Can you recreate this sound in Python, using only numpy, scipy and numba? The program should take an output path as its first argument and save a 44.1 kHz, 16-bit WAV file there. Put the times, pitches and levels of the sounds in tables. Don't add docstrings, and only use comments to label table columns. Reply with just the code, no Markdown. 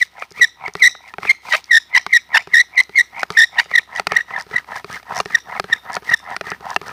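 import sys
import numpy as np
from scipy import signal
from scipy.io import wavfile
from scipy.ndimage import uniform_filter1d, minimum_filter1d
from numba import njit

SR = 44100
rng = np.random.default_rng(int(sys.argv[2]) if len(sys.argv) > 2 else 0)


def wav_record(signal):
    frames = np.transpose(np.atleast_2d(signal))
    bounded = np.clip(frames, -1, 1)
    quanta = np.round(bounded * 32767).astype(np.int16)
    wavfile.write(sys.argv[1], SR, quanta)


def amplitude_ratio(level_db):
    exponent = np.asarray(level_db, float) / 20
    return 10 ** exponent


N = 305172
T = np.arange(N) / SR


def level(x, db):
    return x * amplitude_ratio(db) / np.sqrt(np.mean(x ** 2))


def band(x, hz, width):
    return signal.lfilter(*signal.iirpeak(hz, hz / width, SR), x)


def highpass(x, hz):
    return signal.sosfilt(signal.butter(3, hz, "high", fs=SR, output="sos"), x)


def walk(rate):
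    place = T * rate
    k = place.astype(int)
    share = (place - k) ** 2 * (3 - 2 * (place - k))
    draws = rng.standard_normal(size=8192)
    return draws[k] * (1 - share) + draws[k + 1] * share


def add(out, s, sound):
    i = int(s * SR)
    out[i:i + len(sound)] += sound[:N - i]


# f/Hz, level/dB per Hz
AIR = [(25, -22), (80, -10), (320, -4.5), (900, -14.5), (2000, -5), (5000, -33), (14800, -23)]


def forest():
    hz_points, db_points = np.transpose(AIR)
    air, swell = 0, walk(1.0)
    for hz in 30 * 2 ** np.arange(0, 9.1, .5):
        db = np.interp(np.log(hz), np.log(hz_points), db_points)
        db = db + 0.5 * swell + 2.0 * walk(4.4)
        noise = rng.standard_normal(N)
        air = air + amplitude_ratio(db) * band(band(noise, hz, hz / 2), hz, hz / 2)
    hum = amplitude_ratio(-61.5) * np.sin(2 * np.pi * 65 * T + .8 * walk(6.0))
    hum += amplitude_ratio(-67.0) * np.sin(2 * np.pi * 97 * T + 0.71 * walk(28))
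    return (level(air, -58.0) + hum) * amplitude_ratio(1.03 * (T - 2.5))


@njit
def trunks(x, lags, gain, damp):
    line, soft, out = np.zeros((8, 4096)), np.zeros(8), np.zeros(len(x))
    for i in range(len(x)):
        total = 0.
        for k in range(8):
            soft[k] += (1 - damp) * (gain[k] * line[k, (i - lags[k]) & 4095] - soft[k])
            total += soft[k]
            out[i] += soft[k] * (1 - 2 * (k % 2))
        for k in range(8):
            line[k, i & 4095] = x[i] + soft[k] - total / 4
    return out


def ring(modes, detune, scatter_db):
    t = T[T < .08]
    out = np.zeros(len(t))
    for hz, db, t60 in modes:
        strength = amplitude_ratio(db + scatter_db * rng.standard_normal())
        pitch = hz * (1 + detune * rng.standard_normal())
        out += strength * np.exp(-np.log(1000) * t / t60) * np.sin(2 * np.pi * pitch * t)
    return out / np.abs(out).max()


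def snap(length_s, decay_s, hz, width):
    t = T[T < length_s]
    burst = rng.standard_normal(len(t)) * np.exp(-t / decay_s)
    burst = band(band(burst, hz, width), hz, 1.24 * width)
    return burst / np.abs(burst).max()


# first tick t/s, ticks, spacing t/s, loudest level/dB, its place
RATCHETS = [
    (2.8134, 3, .011, -23, 2),
    (3.196, 2.94, 0.01, -19.5, .2),
    (3.952, 4, .0098, -19.5, 1.54),
    (4.3874, 4, .0117, -17, 1.97),
    (5.1482, 4.9, 0.01, -10.5, 2.9),
    (5.9207, 4, .0107, -11.5, 2.9),
]
# t/s, level/dB
TICKS = [(0.198, -28), (0.307, -29), (0.321, -25), (0.658, -32), (0.7372, -24), (0.768, -30), (1.0793, -33),
         (1.5129, -28), (1.567, -13.5), (1.6422, -20.5), (1.657, -34), (2.757, -35), (3.321, -21),
         (3.6238, -31), (3.6419, -27), (4.078, -30), (4.1528, -22), (4.764, -19), (4.928, -23),
         (4.958, -21.5), (5.2089, -19), (5.2528, -28.5), (5.277, -33.5), (5.312, -33), (6.1005, -17.5),
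         (6.3041, -28.5), (6.503, -16.5), (6.7042, -16), (6.7442, -23), (6.8813, -22)]


def ticks():
    out = np.zeros(N)
    events = list(TICKS)
    for first, n, gap, db, loudest in RATCHETS:
        for k in range(round(n)):
            events.append((first + k * gap, db - 4.5 * abs(k - loudest)))
    for s, db in events:
        add(out, s, amplitude_ratio(db) * snap(.012, 0.001, 5560, 2570))
    return out


# f/Hz, level/dB, time to fall 60 dB t/s
BOW = [(801.6, -3, 0.019), (1305, 4, 0.014), (1785, -1, 0.016), (2315, -5.5, 0.018)]
# f/Hz, level/dB, time to fall 60 dB t/s
THUD = [(184, -4, 0.08), (413.7, 6, 0.047)]
# t/s, peak level/dB, thud level/dB, crack level/dB
KNOCKS = [(0.222, -14.5, -39, -39), (0.679, -15.5, -16.5, -12.5), (0.95, -27, -26, -24),
          (1.138, -19.5, -24, -19), (1.183, -14, -17, -43), (1.231, -16, -23, -14.5),
          (1.251, -13.5, -18.5, -26), (2.064, -12, -23, -8.5), (3.231, -5, -35, -13.5),
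          (3.658, -29, -19, -19), (3.713, -17, -23, -16), (3.996, -7, -24, -9.5), (4.069, -5.5, -23, -8),
          (4.119, -5.5, -20, -11), (4.644, -34, -39, -14), (5.0287, -32.5, -25, -6),
          (5.201, -5.5, -21, -7.5), (5.597, -5, -22, -9), (5.966, -9.5, -22, -16), (6.2, -33.5, -32, -20),
          (6.364, -13, -26.5, -3), (6.41, -13.5, -18.5, -12.5), (6.517, -11, -18, -33),
          (6.762, -2, -27, -14.5)]
# t/s, peak level/dB
BUMPS = [(0.313, -37.5), (0.395, -26.5), (0.752, -15.5), (2.472, -27), (2.893, -32.5), (3.303, -14),
         (4.465, -38), (4.512, -26.5), (4.844, -20.5), (5.257, -16.5), (5.641, -21), (6.022, -35.5),
         (6.469, -26), (6.606, -32.5), (6.814, -23)]


def knocks():
    out = np.zeros(N)
    bumps = [(s, db, -17.5 - 0.34 * db, -8.5) for s, db in BUMPS]
    for s, db, thud_db, crack_db in KNOCKS + bumps:
        s += .0007
        add(out, s, amplitude_ratio(db + 4.5) * highpass(ring(BOW, .06, 3), 300))
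        rebound_s = s + rng.uniform(.0008, 0.001777)
        add(out, rebound_s, amplitude_ratio(db - 0.5) * highpass(ring(BOW, 0.13, 6), 343))
        add(out, s, amplitude_ratio(db + thud_db + 8) * ring(THUD, .03, 1.5))
        add(out, s, amplitude_ratio(db + min(crack_db, -6) + 5.0) * snap(.012, 0.0017, 4440, 2900))
    return out


# from t/s, to t/s, board level/dB, spindle level/dB, dust level/dB
PUSHES = [(0.181, 0.225, -44.5, -37.5, -45), (0.628, 0.68, -41, -36, -46.5),
          (1.049, 1.089, -51, -41, -47.5), (1.478, 1.57, -36.5, -32.5, -29),
          (1.935, 1.991, -46, -30.5, -58), (2.327, 2.399, -41, -31.5, -47), (2.758, 2.808, -46, -28.5, -54),
          (3.156, 3.219, -40.5, -31, -44), (3.557, 3.613, -37.5, -30, -42),
          (3.929, 3.99, -37.5, -32.5, -43.5), (4.31, 4.406, -35.5, -32, -43),
          (4.712, 4.779, -34.5, -31, -38), (5.096, 5.197, -34, -33.5, -38.5),
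          (5.491, 5.573, -33, -34, -43.5), (5.875, 5.959, -34.5, -34, -43.5), (6.262, 6.34, -35, -35, -45),
          (6.648, 6.735, -35, -38.5, -40.5)]
# from t/s, to t/s, board level/dB, spindle level/dB, dust level/dB
PULLS = [(0.0, 0.032, -52, -41, -32), (0.383, 0.446, -44, -31.5, -39), (0.8, 0.875, -45.5, -31, -40),
         (1.246, 1.309, -37, -30.5, -37), (1.699, 1.78, -52, -47, -48.5), (2.112, 2.189, -51, -31.5, -48),
         (2.534, 2.607, -48.5, -29, -48.5), (2.95, 3.019, -51, -41, -48.5),
         (3.35, 3.43, -42.5, -34.5, -38.5), (3.725, 3.792, -46, -28.5, -42),
         (4.12, 4.196, -39.5, -26.5, -42.5), (4.529, 4.596, -38.5, -35, -41.5),
         (4.914, 4.972, -39.5, -32, -35.5), (5.316, 5.372, -41, -31, -38.5), (5.709, 5.76, -40, -32, -42),
         (6.075, 6.137, -36.5, -31.5, -38.5), (6.47, 6.538, -37.5, -30.5, -40),
         (6.872, 6.93, -36.5, -34.5, -38.5)]


def strokes():
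    turn_db = (-57.5, -63.5, -53)
    out = np.outer(turn_db, np.ones(N))
    for table, rise, fall, grows in ((PUSHES, 0.066, 0.048, (2, 8, 8.5)),
                                     (PULLS, 0.067, 0.05, (-3, 1.5, -3.5))):
        for start, end, *peaks in table:
            span = slice(max(int((start - rise) * SR), 0), int((end + fall) * SR))
            corners_s = [start - rise, start, end, end + fall]
            for row, rest, db, grow in zip(out, turn_db, peaks, grows):
                corners_db = [rest, db - grow / 2, db + grow / 2, rest]
                shape = np.interp(T[span], corners_s, corners_db)
                row[span] = np.maximum(row[span], shape)
    return out


# f/Hz, width f/Hz, level/dB, change on the pull level/dB
BOARD = [(793, 210, 0, -8), (935, 248, 1.5, -6), (1236, 180, -6.5, 7), (181, 294, -16, 8.5),
         (408, 220, -18, 6)]
# t/s, f/Hz
SPINDLE_HZ = [(0, 2180), (3.4, 2074), (4.3, 1853), (6.9, 1869)]


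def rasp():
    board_db, spindle_db, dust_db = strokes()
    lobes = np.cos(2 * np.pi * np.cumsum(88 * (1 + 0.1937 * walk(30))) / SR)
    catches = rng.standard_normal(N) * amplitude_ratio(5.6 * lobes + 5.04 * walk(150))

    middles = [((a + b) / 2, 0) for a, b, *_ in PUSHES]
    middles += [((a + b) / 2, 1) for a, b, *_ in PULLS]
    pulling = np.interp(T, *np.transpose(sorted(middles)))
    board = np.zeros(N)
    for hz, width, db, pull_db in BOARD:
        tone = band(band(catches, hz, width), hz, width) / np.sqrt(width)
        board += amplitude_ratio(db + pull_db * pulling) * tone

    ring_hz = np.interp(T, *np.transpose(SPINDLE_HZ)) * (1 + 0.065 * walk(70))
    phase = 2 * np.pi * np.cumsum(ring_hz) / SR
    grains = walk(420) * np.sin(phase) + walk(420) * np.cos(phase)
    grains = grains * amplitude_ratio(2.8 * lobes + 1.5 * walk(90))
    spindle = level(grains, 0) + level(band(band(catches, 2240, 670), 2240, 670), -10.5)

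    specks_db = 4.9 * np.minimum(rng.exponential(size=N), 6)
    dust = rng.standard_normal(N) * amplitude_ratio(specks_db + 0.75 * lobes + 1.7 * walk(60))
    dust = band(band(dust, 3550, 6600), 4130, 7400) + amplitude_ratio(-10.0) * highpass(dust, 8700)
    dust = level(highpass(dust, 1470), -5.0)

    board_db = board_db + 0.84 * np.clip(board_db + 49, -15, 0)
    spindle_db = spindle_db + 0.63 * np.clip(spindle_db + 47.5, -15, 0)
    dust_db = dust_db + 0.63 * np.clip(dust_db + 47.5, -15, 0)
    return level(board, 4.16) * amplitude_ratio(board_db) + spindle * amplitude_ratio(spindle_db) + dust * amplitude_ratio(dust_db)


# first grip t/s, last grip t/s, grips, level/dB, f/Hz
SQUEALS = [
    (0.419, 0.444, 3.22, 0.5, 1948),
    (0.8273, 0.873, 4.93, 2, 1990),
    (1.7173, 1.772, 4.1, -2, 1870),
    (2.135, 2.167, 3, -1.5, 2001),
    (2.5427, 2.6113, 6.32, -2.5, 1938),
    (2.9778, 3.0111, 4.2, -4, 2010),
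    (3.3764, 3.4376, 5, -2.5, 1885),
    (3.7577, 3.7822, 2, -3, 1923),
]
# first grip t/s, grips, level/dB, f/Hz, half-pitch line level/dB
SCREECHES = [
    (1.2988, 1.99, -0.5, 2095, -32),
    (1.5251, 3.02, -6, 1900, -14),
    (1.953, 3.05, -1, 1963, -23),
    (2.3493, 3.14, -4, 1790, -17),
    (2.7805, 3, -1, 2010, -39),
    (3.589, 2.13, -5, 1870, -15.5),
]
# t/s, level/dB, f/Hz, half-pitch line level/dB
CHIRPS = [(0.0194, -3, 1960, -45), (0.0255, -3, 1900, -45), (0.662, -18, 2044, -33.5),
          (1.278, -17, 2400, -22), (2.963, -7, 2070, -35), (3.742, -13, 1990, -34.5),
          (3.9618, -20.5, 1900, -19), (3.9812, -14.5, 1880, -34.5), (4.168, 0, 1900, -25.5),
          (4.189, -13, 1842, -28), (4.2096, -15.5, 1884, -40.5), (4.3421, -19.5, 1918, -30.5),
          (4.3631, -18, 1750, -33.5), (4.5424, -17.5, 1913, -28), (4.5647, -6, 1840, -34),
          (4.5833, -14, 1870, -18), (5.353, -1.5, 1826, -39), (5.7312, -1, 1825, -39),
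          (6.0971, -10.5, 1924, -37), (6.113, -10.5, 1960, -36.5), (6.1238, -8.5, 1907, -19.5),
          (6.1409, -1, 1818, -39)]


def grips():
    rows = [(s, db, hz, .0085, half_db) for s, db, hz, half_db in CHIRPS]
    for first, last, n, db, hz in SQUEALS:
        for u in np.linspace(0, 1, round(n)):
            since_s = u * (last - first)
            pitch = hz * (1 - .05 * np.sin(np.pi * min(since_s / 0.056, 1) ** .7))
            length_s = .85 * (last - first) / max(n - 1, 2) if u else .009
            rows.append((first + since_s, db + 1.5 * (u == 0), pitch, length_s, -42))
    gap_s, grip_s = .012, .0082
    for first, n, db, hz, half_db in SCREECHES:
        rows.append((first - gap_s, db - 15, hz * (1 + .04), grip_s, half_db - 6))
        for k in range(round(n)):
            rows.append((first + k * gap_s, db + k * 0.2, hz * (1 - k * 0.0056), grip_s, half_db + k * 5))
    s, db, hz, length_s, half_db = np.transpose(sorted(rows))
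    chance = rng.standard_normal((len(s), 2)).T
    return s, db + .8 * chance[0], hz * (1 + .01 * chance[1]), length_s, half_db


# multiple of f, level/dB
OVERTONES = [(2, -13), (3, -17.5), (4, -23), (5, -34.5), (6, -40), (7, -47.5), (8, -52)]
# multiple of the slow f, level/dB
SKIPS = [(1, -2), (2, -2.5), (3, 0), (4, 1.5), (5, -9), (7, -11)]


def squeak():
    s, db, hz, length_s, half_db = grips()
    power, sag = np.zeros(N), np.zeros(N)
    drift = np.clip((-36 - half_db) / 10, -.6, 1)
    for centre, peak_db, width, slope in zip(s, db, length_s, drift):
        t = T[max(int((centre - .05) * SR), 0):int((centre + .05) * SR)]
        bump = np.exp(-((t - centre) / (.43 * width)) ** 2)
        onset = (t < centre) * amplitude_ratio(-18.5) * np.exp((t - centre) / 0.0036)
        bump = amplitude_ratio(2 * peak_db) * (bump + onset)
        add(power, t[0] + .5 / SR, bump)
        add(sag, t[0] + .5 / SR, slope * bump * np.clip((t - centre) / width, -1, 1))
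    size = np.sqrt(power) * amplitude_ratio(2.68 * walk(300))
    size_db = 20 * np.log10(size + 1e-4)

    sag = .1 * sag / (power + 1e-5)
    sharp = .004 * np.clip(-12 - size_db, 0, 30)
    pitch = np.interp(T, s, hz) * (1 - sag + 0.028 * walk(230) + sharp)
    phase = 2 * np.pi * np.cumsum(pitch) / SR

    swing_db = signal.lfilter([.005], [1, -.995], size_db + 4)
    bite_db = -.03 * (pitch - 1850) + 1.07 * swing_db
    skip_db = np.interp(T, s, half_db)
    tone = np.sin(phase + 3.15 * amplitude_ratio(skip_db) * walk(700))
    for k, over_db in OVERTONES:
        strength = amplitude_ratio(over_db + bite_db * min(k / 3.9, 1.6) + 4.37 * walk(350))
        tone += strength * np.sin(k * phase + 0.27 * k * walk(700) + 1.5)

    every = np.where((T > 1.535) & (T < 1.565), 3, 2)
    slow = 2 * np.pi * np.cumsum(pitch / every * (1 + 0.051 * walk(400))) / SR
    for k, line_db in SKIPS:
        strength = amplitude_ratio(line_db + skip_db + 6.35 * walk(300))
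        tone += (k % every > 0) * strength * np.sin(k * slow)

    grit = highpass(rng.standard_normal(N), 1650)
    grit = band(grit, 5750, 3700) + amplitude_ratio(-46) * grit
    grit_gain = amplitude_ratio(-20.5 + 0.43 * bite_db) + amplitude_ratio(skip_db - 18)
    return size * (tone + grit * grit_gain * amplitude_ratio(2.0 * walk(280)))


def scene():
    rub, blows = squeak() + rasp(), knocks() + ticks()
    drill = rub + blows
    bright = highpass(highpass(rub + blows / 2, 3200), 3140) + amplitude_ratio(-27.0) * drill
    smeared = bright * (1.1 + .9 * walk(420))
    lags = rng.integers(700, 2600, 8)
    echo = trunks(smeared, lags, amplitude_ratio(-60 * lags / SR / 0.67), 0.58)
    return (drill + amplitude_ratio(-25.5) * echo + forest())[None]


def band_limit(x):
    return signal.sosfilt(signal.butter(12, 16460, fs=SR, output="sos"), x)


def record(dry):
    x = highpass(dry, 57)
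    x = x - 0.6 * band(x, 7200, 2370)
    x = signal.sosfilt(signal.ellip(8, .2, 60, 15300, fs=SR, output="sos"), x)
    room = minimum_filter1d(np.minimum(1, 1 / (np.abs(x) + 1e-9)), size=129)
    return band_limit(x * uniform_filter1d(room, size=65))


dry = scene()
out = record(dry)
wav_record(out)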